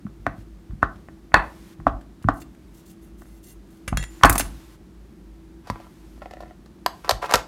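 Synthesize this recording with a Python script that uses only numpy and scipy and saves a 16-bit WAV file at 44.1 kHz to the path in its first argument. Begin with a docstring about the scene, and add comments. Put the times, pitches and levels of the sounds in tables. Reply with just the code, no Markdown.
"""A knife chops firm cheese on a wooden board: struck slab modes, edge cracks and lumpy noise tails.
Steel ticks ring blade and cutlery modes; the blade is wiped clean by hissing strokes that make it sing,
then dropped on the counter, with the same knocks and low thuds. A hand grips a plastic tub and cracks
its lid open: snaps, creaks and grainy rubs of thin plastic. Sliding hisses softly; a small kitchen answers
with a sparse-tap tail over filtered-noise room air and a low appliance rumble."""
import sys
import numpy as np
from scipy import signal
from scipy.fft import rfft, irfft
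from scipy.io import wavfile
from scipy.ndimage import uniform_filter1d

SR = 44100
rng = np.random.default_rng(int(sys.argv[2]) if len(sys.argv) > 2 else 0)


def store_pcm(level_fs):
    """Save levels as 16-bit WAV."""
    pcm = np.round(np.clip(level_fs, -1, 1) * 32767).astype(np.int16)
    wavfile.write(sys.argv[1], SR, np.atleast_2d(pcm).T)


N = 329427

# blade modes: pitch_hz, level_db, t60_s when struck
BLADE_MODES = [(2050, -8, .04), (2750, -8, .04), (3560, -12, .04), (4400, -12, .03), (5120, -14, .03),
               (5800, -14, .03), (6450, -6, .05), (7560, -7, .06), (8700, -3, .1), (9930, 0, .09),
               (10300, -14, .05), (11300, -1, .08), (12700, -9, .03), (13000, -14, .08), (13800, -10, .03),
               (14400, -14, .06), (15300, -8, .05)]
# contact noise of steel: freq_hz, density_db_per_hz
STEEL_CONTACT = [(500, -12), (1500, 2), (4000, -8.5), (8000, -9), (12000, -13), (15500, -23),
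                 (17000, -35.5)]


def amp(db):
    """Amplitude ratio of a level in dB."""
    return 10 ** (np.asarray(db) / 20)


def evened(x):
    """Scale to rms 1."""
    return x / np.sqrt(np.mean(x ** 2) + 1e-20)


def read(points, hz):
    """Interpolate a (frequency, value) curve over log frequency."""
    f, value = np.transpose(points)
    return np.interp(np.log(hz + 1), np.log(f + 1), value)


def add(mix, start_s, sound):
    """Add a sound into the mix in place, cut at the end."""
    part = mix[round(start_s * SR):][:len(sound)]
    part += sound[:len(part)]


def coloured(spectrum, size, tilt_db_per_octave=0):
    """Noise of rms 1 with the given spectrum, tilted about 1 kHz."""
    hz = np.fft.rfftfreq(size, 1 / SR)
    db = read(spectrum, hz) + tilt_db_per_octave * np.log2((hz + 1) / 1000)
    return evened(irfft(rfft(rng.standard_normal(size)) * amp(db), size))


def ring(modes, contact_ms, tilt_db_per_octave=0, soft_ms=.1, size=12288):
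    """One blow, peak 1: modes struck with chance strengths by a short uneven contact force."""
    tilt_limit = 8  # dB per octave
    hz, db, t60_s = np.transpose(modes)[:, :, None]
    t = np.arange(size) / SR
    db = db + 2.5 * rng.standard_normal(hz.shape)  # the struck spot favours some modes
    db = db + np.clip(tilt_db_per_octave, -tilt_limit, tilt_limit) * np.log2(hz / 1000)
    partials = amp(db - 60 * t / t60_s) * np.sin(2 * np.pi * hz * t)
    body = partials.sum(0)

    force = rng.standard_normal(2048) * np.exp(-t[:2048] * 1000 / max(contact_ms, .05))
    force *= rng.random(2048) < .08  # the contact breaks into a few micro-impacts
    force[0] = 2.2
    pad = np.hanning(int(np.clip(soft_ms, .05, 40) * SR / 1000) + 3)  # a yielding surface rounds the force
    blow = signal.fftconvolve(body, np.convolve(force, pad))[:size]
    return blow / abs(blow).max()


def crack(spectrum, decay_ms, tilt_db_per_octave=0, rise_ms=.4, size=4096):
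    """A burst of noise that dies away, peak 1."""
    t_ms = np.arange(size) * 1000 / SR
    envelope = np.exp(-t_ms / max(decay_ms, .2)) * np.minimum(t_ms / rise_ms, 1)
    burst = coloured(spectrum, size, tilt_db_per_octave) * envelope
    return burst / abs(burst).max()


def resonate(x, hz, width_hz):
    """A two-pole resonance of gain about 1."""
    return signal.lfilter(*signal.iirpeak(hz, hz / width_hz, SR), x)


def strokes(rows, rise_s, fall_s):
    """Gain of strokes that swell, hold or drift to an end level, and stop half a fall past their length."""
    t = np.arange(N) / SR
    gain = np.zeros(N)
    for start_s, length_s, *db in rows:
        end_s = start_s + length_s
        level = amp(np.interp(t, [start_s, end_s], [db[0], db[-1]]))
        ramp = np.minimum((t - start_s) / rise_s, (end_s - t) / fall_s + .5)
        gain += level * np.clip(ramp, 0, 1) ** 2
    return gain


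def kitchen_air():
    """Coloured room noise with fuzzy rumble bands from an appliance: noise through doubled resonances."""
    # rumble bands: pitch_hz, width_hz of each of two passes, level_db
    hums = [(51.8, 7.4, -50), (214, 90, -58), (328, 6.1, -56)]
    # room noise: freq_hz, density_db_per_hz
    air_spectrum = [(13, -40), (30, -16), (50, 0), (70, -7), (119, -12), (186, -4), (259, -15), (332, -6),
                    (463, -23), (1700, -32), (2650, -37), (3700, -38), (15200, -48), (16500, -62)]
    air_db = -49
    out = amp(air_db) * coloured(air_spectrum, N)
    for hz, width_hz, db in hums:
        once = resonate(rng.standard_normal(N), hz, width_hz)
        out += amp(db) * evened(resonate(once, hz, width_hz))
    return out


def thuds():
    """Slow pushes and blows swing the counter's lowest modes."""
    # pushes: start_s, peak_db, push_ms
    pushes = [(0.05, -21, 4.4), (0.191, -30, 6.8), (0.271, -20.5, 1.7), (0.381, -29.5, 4.6),
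              (0.693, -20, 9.8), (0.731, -23, 3.9), (0.831, -22.5, 4.8), (1.346, -17.5, 18),
              (1.791, -24, 6.4), (1.859, -17.5, 6.8), (1.917, -20, 9.5), (2.247, -11.5, 3.4),
              (2.289, -17, 4.4), (3.878, -24.5, 2.1), (3.924, -8, 2), (3.975, -13, 6.9), (4.234, -8, 20),
              (4.3, -12.5, 9.9), (4.359, -19, 11), (4.431, -23.5, 16), (4.548, -36, 3.6), (5.7, -19, 0.73),
              (7.119, -19, 7), (7.341, -17.5, 3.9)]
    # counter modes: pitch_hz, level_db, t60_s
    counter_modes = [(53.6, 1.5, 0.17), (78, 0, 0.031), (107, -3, 0.19), (148.86, -5, 0.2),
                     (203, 3.5, 0.063), (253, -10, .15), (340, -22.5, .15)]
    out = np.zeros(N)
    for start_s, db, push_ms in pushes:
        add(out, start_s, amp(db) * ring(counter_modes, 1.8, soft_ms=push_ms, size=16384))
    return out


def knocks():
    """Steel on wood: chops on the board, then the knife dropped on the counter; hard blows reach higher."""
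    # knocks: start_s, peak_db, treble_crack_db, hardness_0_to_1, brightness_db_per_octave
    blows = [(0.067, -35.5, -55, .3, -10), (0.266, -5.5, -14.5, 0.15, -8.5), (0.709, -43.5, -73, .5, -10),
             (0.829, 1, -9.5, 0, -2.5), (1.086, -32, -35, .3, -6.5), (1.32, -31, -60, .5, 10.5),
             (1.342, 10.5, -4.5, .6, 10), (1.801, -35.5, -63, .2, -5), (1.868, -1, -31.5, 0, -5.5),
             (2.243, -30, -47, .4, -5), (2.287, -0.5, -50.5, 0, -7.5), (3.22, -35.5, -64.5, .06, -1),
             (3.256, -43.5, -72, .3, -11), (3.928, -17.5, -60, .3, -10.5), (4.212, -25.5, -31.5, .3, 1.5),
             (4.235, 14.5, 4, .3, 5), (4.248, 8, -21, .9, -9.5), (4.297, -4, -9, .2, -8.5),
             (4.358, -12.5, -14.5, .3, -20.5), (4.399, -13.5, -18.5, 0, -15.5)]
    # wood modes: pitch_hz, level_db, t60_s
    wood_modes = [(282, -9.5, .08), (707, -8, .022), (819, -10, .025), (1134, -4, 0.011), (1066, -14, .03),
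                  (1154, -9, .02), (1312, -2.5, .015), (1475, -10, .03), (1750, -8.5, .025),
                  (1880, -11, .025), (2159, -30, .03)]
    # dense small modes of the slab: freq_hz, density_db_per_hz
    wood_spectrum = [(180, -33), (300, -2), (434, -2.5), (577, -12.5), (991, -5), (1180, -8), (1590, -2),
                     (1880, -30), (2570, -21.5), (9000, -48.5), (11700, -76), (19800, -120)]
    # tail of a bare hard blow: freq_hz, density_db_per_hz
    hard_spectrum = [(300, -7), (545, -21), (1060, 0.5), (1380, -6), (1700, -5.5), (2300, -17.5),
                     (2600, -8.5), (2850, -34.5), (4200, -28.5), (4480, -19.5), (4800, -47), (9000, -44.5),
                     (16000, -71.5)]
    band_low_hz, soft_band_high_hz = 520, 1800  # where the slab radiates best
    contact_ms, crack_ms, crack_tilt_db_per_octave = 1, 1.2, -5
    lead_db, lead_ms = -30.5, 3  # relative to the knock
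    wood_t60_s, hard_t60_s = 0.1, 0.23
    wood_tail_db, hard_tail_db = -23, -14.5  # relative to the knock: cushioned, bare
    lump_db = 1.5  # rms
    tail_size = 12288

    out = np.zeros(N)
    for start_s, db, crack_db, hard, tilt in blows:
        hard = np.clip(hard, 0, 1)
        edges_hz = [band_low_hz, soft_band_high_hz * (1 + 2.4 * hard)]
        band = signal.butter(3, edges_hz, "band", fs=SR, output="sos")
        blow = ring(wood_modes, contact_ms, tilt, soft_ms=0.21, size=4096)
        knock = signal.sosfilt(band, blow) + 0.2 * blow  # swells over a cycle or two
        # a short rasp swells just before each knock
        lead = crack(hard_spectrum, lead_ms, size=2048)[::-1]
        add(out, start_s - len(lead) / SR, amp(db + lead_db) * lead)
        add(out, start_s, amp(db) * knock / abs(knock).max())
        edge_crack = crack(STEEL_CONTACT, crack_ms, crack_tilt_db_per_octave)
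        add(out, start_s, amp(crack_db) * edge_crack)

        slow_noise = uniform_filter1d(rng.standard_normal(tail_size), size=220)
        lumps = amp(lump_db * evened(slow_noise))
        tails = ((1 - hard, wood_spectrum, wood_t60_s, wood_tail_db),
                 (hard, hard_spectrum, hard_t60_s, hard_tail_db))
        for share, spectrum, t60_s, tail_db in tails:
            tail = crack(spectrum, 1000 * t60_s / np.log(1000), rise_ms=9.8, size=tail_size)
            add(out, start_s, share * amp(db + tail_db) * lumps * tail)
    return out


def scuff():
    """Faint broad hiss of knife and hands dragging over board, cheese and lid: coloured noise."""
    # drags: start_s, length_s, start_db, end_db
    drags = [(.3, 0.14, -65, -62), (.84, 0.32, -65, -76), (1.36, 0.39, -60, -56.5), (2.3, 0.56, -81, -64),
             (3.6, 0.44, -68, -74), (4.03, 0.45, -57.5, -51.5), (4.38, 0.39, -51.5, -59.5),
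             (5.64, 0.57, -63.5, -63.5), (6.87, 0.23, -61, -59)]
    # sliding hiss: freq_hz, density_db_per_hz
    drag_spectrum = [(410, -29), (700, -7.5), (1040, 1.5), (1220, -2.5), (1510, -3), (13900, -13.5),
                     (15900, -22.5), (16500, -36.5)]
    return coloured(drag_spectrum, N) * strokes(drags, rise_s=.08, fall_s=.04)


def steel_hits(hits, modes, contact_ms_at_0_db):
    """Steel on a hard top: a crack, then thin metal modes; fainter contacts are briefer."""
    shorter_db_per_db = 0.04
    out = np.zeros(N)
    for start_s, db, ring_db, tilt in hits:
        ms = contact_ms_at_0_db * amp(shorter_db_per_db * db)
        add(out, start_s, amp(db) * crack(STEEL_CONTACT, ms, tilt))
        add(out, start_s, amp(ring_db) * ring(modes, ms, tilt))
    return out


def blade_ticks():
    """The blade ticks and rattles on board and counter, ringing its own modes."""
    # ticks: start_s, peak_db, ring_peak_db, brightness_db_per_octave
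    tick_hits = [(0.9585, -44, -60, -4), (2.011, -41, -58, -2.5), (2.219, -38, -60.5, -9),
                 (2.225, -43, -66, 1.5), (2.232, -47.5, -61.5, 3), (2.4176, -30.5, -39.5, -4),
                 (2.5485, -48, -75.5, -1.5), (3.8779, -16, -25, -2.5), (4.2534, -7.5, -24, 3.5),
                 (4.2961, -3.4, -20, 10), (4.3264, -13, -28, 10), (4.3549, -15, -32, 6),
                 (4.38, -8.5, -10, 12), (4.3957, -10.5, -18, 6), (4.4066, -15.5, -24, 0.3),
                 (4.4244, -22, -39, -7)]
    return steel_hits(tick_hits, BLADE_MODES, contact_ms_at_0_db=6.4)


def wipe():
    """Finger friction along the blade hisses in fine jerks and sets the blade modes singing."""
    # finger strokes: start_s, length_s, hiss_db, ring_db
    finger_strokes = [(2.314, 0.097, -62, -62), (2.393, 0.028, -44, -64), (2.724, 0.093, -59, -67.5),
                      (2.839, 0.1, -57.5, -63), (2.998, 0.093, -69, -62.5), (3.166, 0.087, -61, -66),
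                      (3.244, 0.15, -68, -62.5), (3.416, 0.12, -57, -54.5), (3.687, 0.11, -69, -69)]
    # skin friction: freq_hz, density_db_per_hz
    skin_spectrum = [(1000, -41), (3000, 0), (5000, -1.5), (7000, 3), (11000, -1), (15500, 0.5),
                     (17000, -18)]
    rise_s, fall_s = 0.024, .045
    rows = np.array(finger_strokes)
    hiss_gain = strokes(rows[:, [0, 1, 2]], rise_s, fall_s)
    song_gain = strokes(rows[:, [0, 1, 3]], rise_s, fall_s)
    jerks = amp(2.8 * evened(uniform_filter1d(rng.standard_normal(N), 260)))
    hiss = evened(jerks * coloured(skin_spectrum, N)) * hiss_gain
    white = evened(jerks * rng.standard_normal(N))

    def sing(x):
        """Drive the blade modes, ringing a little longer than when struck."""
        return sum(amp(db) * resonate(x, hz, 1.8 / t60_s) / np.sqrt(2.2 / t60_s)
                   for hz, db, t60_s in BLADE_MODES)

    return hiss + sing(white * song_gain) / np.std(sing(white))


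def cutlery_nudges():
    """The knife nudges other cutlery, ringing its long thin modes."""
    # nudges: start_s, peak_db, ring_peak_db, brightness_db_per_octave
    nudge_hits = [(3.9722, -10, -20, 0), (3.995, -29.5, -30, -4.5), (4.0104, -35, -32, -5),
                  (4.027, -23, -27, -2), (4.0391, -22, -38, -2.2)]
    # cutlery modes: pitch_hz, level_db, t60_s
    cutlery_modes = [(1700, -4, .08), (1950, -2, .16), (2080, -6, .1), (2700, -7, .07), (3316, -9, .12),
                     (3758, -10, .07), (4300, -8, .1), (5329, -13, .2), (5717, -13, .2), (6740, -13, .25),
                     (7101, -14, .5), (7125, -15, .5), (8904, -9, .15), (9340, -8, .25), (10560, -13, .6),
                     (10590, -14, .6), (11830, -13, .6), (13160, -13, .5), (14130, -13, .4),
                     (14760, -12, .4)]
    return steel_hits(nudge_hits, cutlery_modes, contact_ms_at_0_db=2.4)


def plastic(hits, rubs, modes, tilt_at_0_db, tilt_per_db=0):
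    """Thin plastic: dull short modes, bright snaps and a grainy rub; too small to radiate bass."""
    # snap noise: freq_hz, density_db_per_hz
    snap_spectrum = [(1180, 7.5), (2000, -3.5), (3460, -4), (4590, -1), (6360, -8.5), (9630, -14),
                     (10400, -16.5), (13100, -12.5), (16500, -35)]
    snap_decay_per_contact = 2.57
    out = np.zeros(N)
    for start_s, db, snap_db, contact_ms in hits:
        blow = ring(modes, contact_ms, tilt_at_0_db + tilt_per_db * db, soft_ms=0.2, size=3072)
        add(out, start_s, amp(db) * blow)
        add(out, start_s, amp(snap_db) * crack(snap_spectrum, snap_decay_per_contact * contact_ms))
    grains = rng.random(N) < .1
    grit = rng.standard_normal(N) * amp(2.0 * rng.exponential(1, N)) * grains
    # rubbed modes ring twice as long as struck ones
    shell = evened(sum(amp(db) * resonate(grit, hz, 1.1 / t60_s) for hz, db, t60_s in modes))
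    out += shell * strokes(rubs, rise_s=0.017, fall_s=0.047)
    return signal.sosfilt(signal.butter(3, 450, "high", fs=SR, output="sos"), out)


def tub_lid():
    """The lid is gripped, rubbed and snaps open; stronger snaps are brighter."""
    # snaps: start_s, peak_db, treble_snap_db, contact_ms
    lid_snaps = [(5.671, -31.5, -36, 11), (5.7, -10.5, -24, 1.7), (5.758, -24.5, -57, 1.6),
                 (5.801, -30.5, -47, 5.4), (5.868, -35, -46, 1.6), (6.66, -58.5, -42.5, 1.9),
                 (6.786, -44, -60, 1.9), (6.862, -3.5, -3, 0.74), (7.046, -24.5, -28, 1.6),
                 (7.08, -19.5, -41, 4.4), (7.093, -19, -3, 1.24), (7.103, -9, -15.5, 1.6),
                 (7.109, -9, -4.5, 1.5), (7.228, -13.5, -32, 4.6), (7.242, -10.5, -43, 2.9),
                 (7.258, -20, -30, 2.9), (7.294, -17.5, -37, 5), (7.311, -20, -11.5, 0.85),
                 (7.323, -7.5, -14, 2.15), (7.338, -24, 1, 2.6), (7.344, 0, -19, 2),
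                 (7.356, -33, -2.5, 0.8), (7.374, -28, -35, 1), (7.385, -25, -40, 0.8)]
    # finger rubs: start_s, length_s, level_db
    lid_rubs = [(5.633, .24, -55), (7.031, 0.075, -42), (7.208, 0.072, -34.5), (7.279, 0.13, -31.5)]
    # lid modes: pitch_hz, level_db, t60_s when struck
    lid_modes = [(480, -19, .02), (580, -11, .025), (720, -5, .03), (850, -3, .025), (1000, 0, .03),
                 (1150, -2, .025), (1330, -2, .03), (1550, -8, .02), (1830, -10, .03), (2100, -11, .02),
                 (2500, -16, .02)]
    return plastic(lid_snaps, lid_rubs, lid_modes, tilt_at_0_db=9.5, tilt_per_db=1.4)


def tub_rim():
    """The rim creaks under the twisting hand, on its own modes."""
    # creaks: start_s, peak_db, treble_snap_db, contact_ms
    rim_creaks = [(6.178, -41, -57, 2.3), (6.219, -26, -42.5, 6.4), (6.23, -40, -57, 2.5),
                  (6.258, -26, -46, 3.9), (6.31, -26.5, -38, 1.7), (6.336, -27.5, -35.5, 1.1),
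                  (6.37, -31, -55, 1.4), (6.405, -27, -38, 3.7), (6.424, -32.5, -39.5, 1.8),
                  (6.434, -27, -51, 3.2), (6.458, -38, -63, 2.5), (6.509, -34, -66, 2)]
    # hand twists: start_s, length_s, level_db
    rim_twists = [(6.195, 0.346, -57.5)]
    # rim modes: pitch_hz, level_db, t60_s when struck
    rim_modes = [(620, -3, .035), (720, 0, .04), (1000, -7, .015), (1350, -8, .02), (1780, -8, .025),
                 (1880, -11, .02), (2500, -18, .02), (4300, -26, .015)]
    return plastic(rim_creaks, rim_twists, rim_modes, tilt_at_0_db=-2)


def room(x):
    """Reverberation: sparse taps of random sign, each band dying at its own speed."""
    # decay: freq_hz, t60_s
    room_decay = [(100, 1), (500, 0.36), (1200, 0.29), (3000, 0.26), (8000, 0.25), (16000, 0.19)]
    taps = np.zeros(SR)
    at = np.arange(150, SR - 20, 20)
    taps[at + rng.integers(0, 20, len(at))] = rng.choice([-1., 1.], len(at))
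    hz, t, bands = signal.stft(taps, SR, nperseg=256)
    decay = amp(-60 * t / read(room_decay, hz)[:, None])
    tail = signal.istft(bands * decay, SR, nperseg=256)[1]
    return signal.fftconvolve(x, tail / np.linalg.norm(tail))[:N]


def scene():
    """Near sources and their room tail, over scuffs, counter thuds and kitchen air."""
    room_db = -14
    near = knocks() + blade_ticks() + wipe() + cutlery_nudges() + tub_lid() + tub_rim()
    return (near + amp(room_db) * room(near) + scuff() + thuds() + kitchen_air())[None]


def record(dry):
    """The microphone drops the deepest bass, the loudest blows overload the input; then the band limit."""
    mic_low_hz, edge_hz = 40, 16500
    sensed = signal.sosfilt(signal.butter(8, mic_low_hz, "high", fs=SR, output="sos"), dry)
    clipped = np.clip(sensed, -.97, .97)
    lowpass = signal.firwin(255, edge_hz, window=("kaiser", 9), fs=SR)
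    return signal.oaconvolve(clipped, lowpass[None], "same")


dry = scene()
out = record(dry)
store_pcm(out)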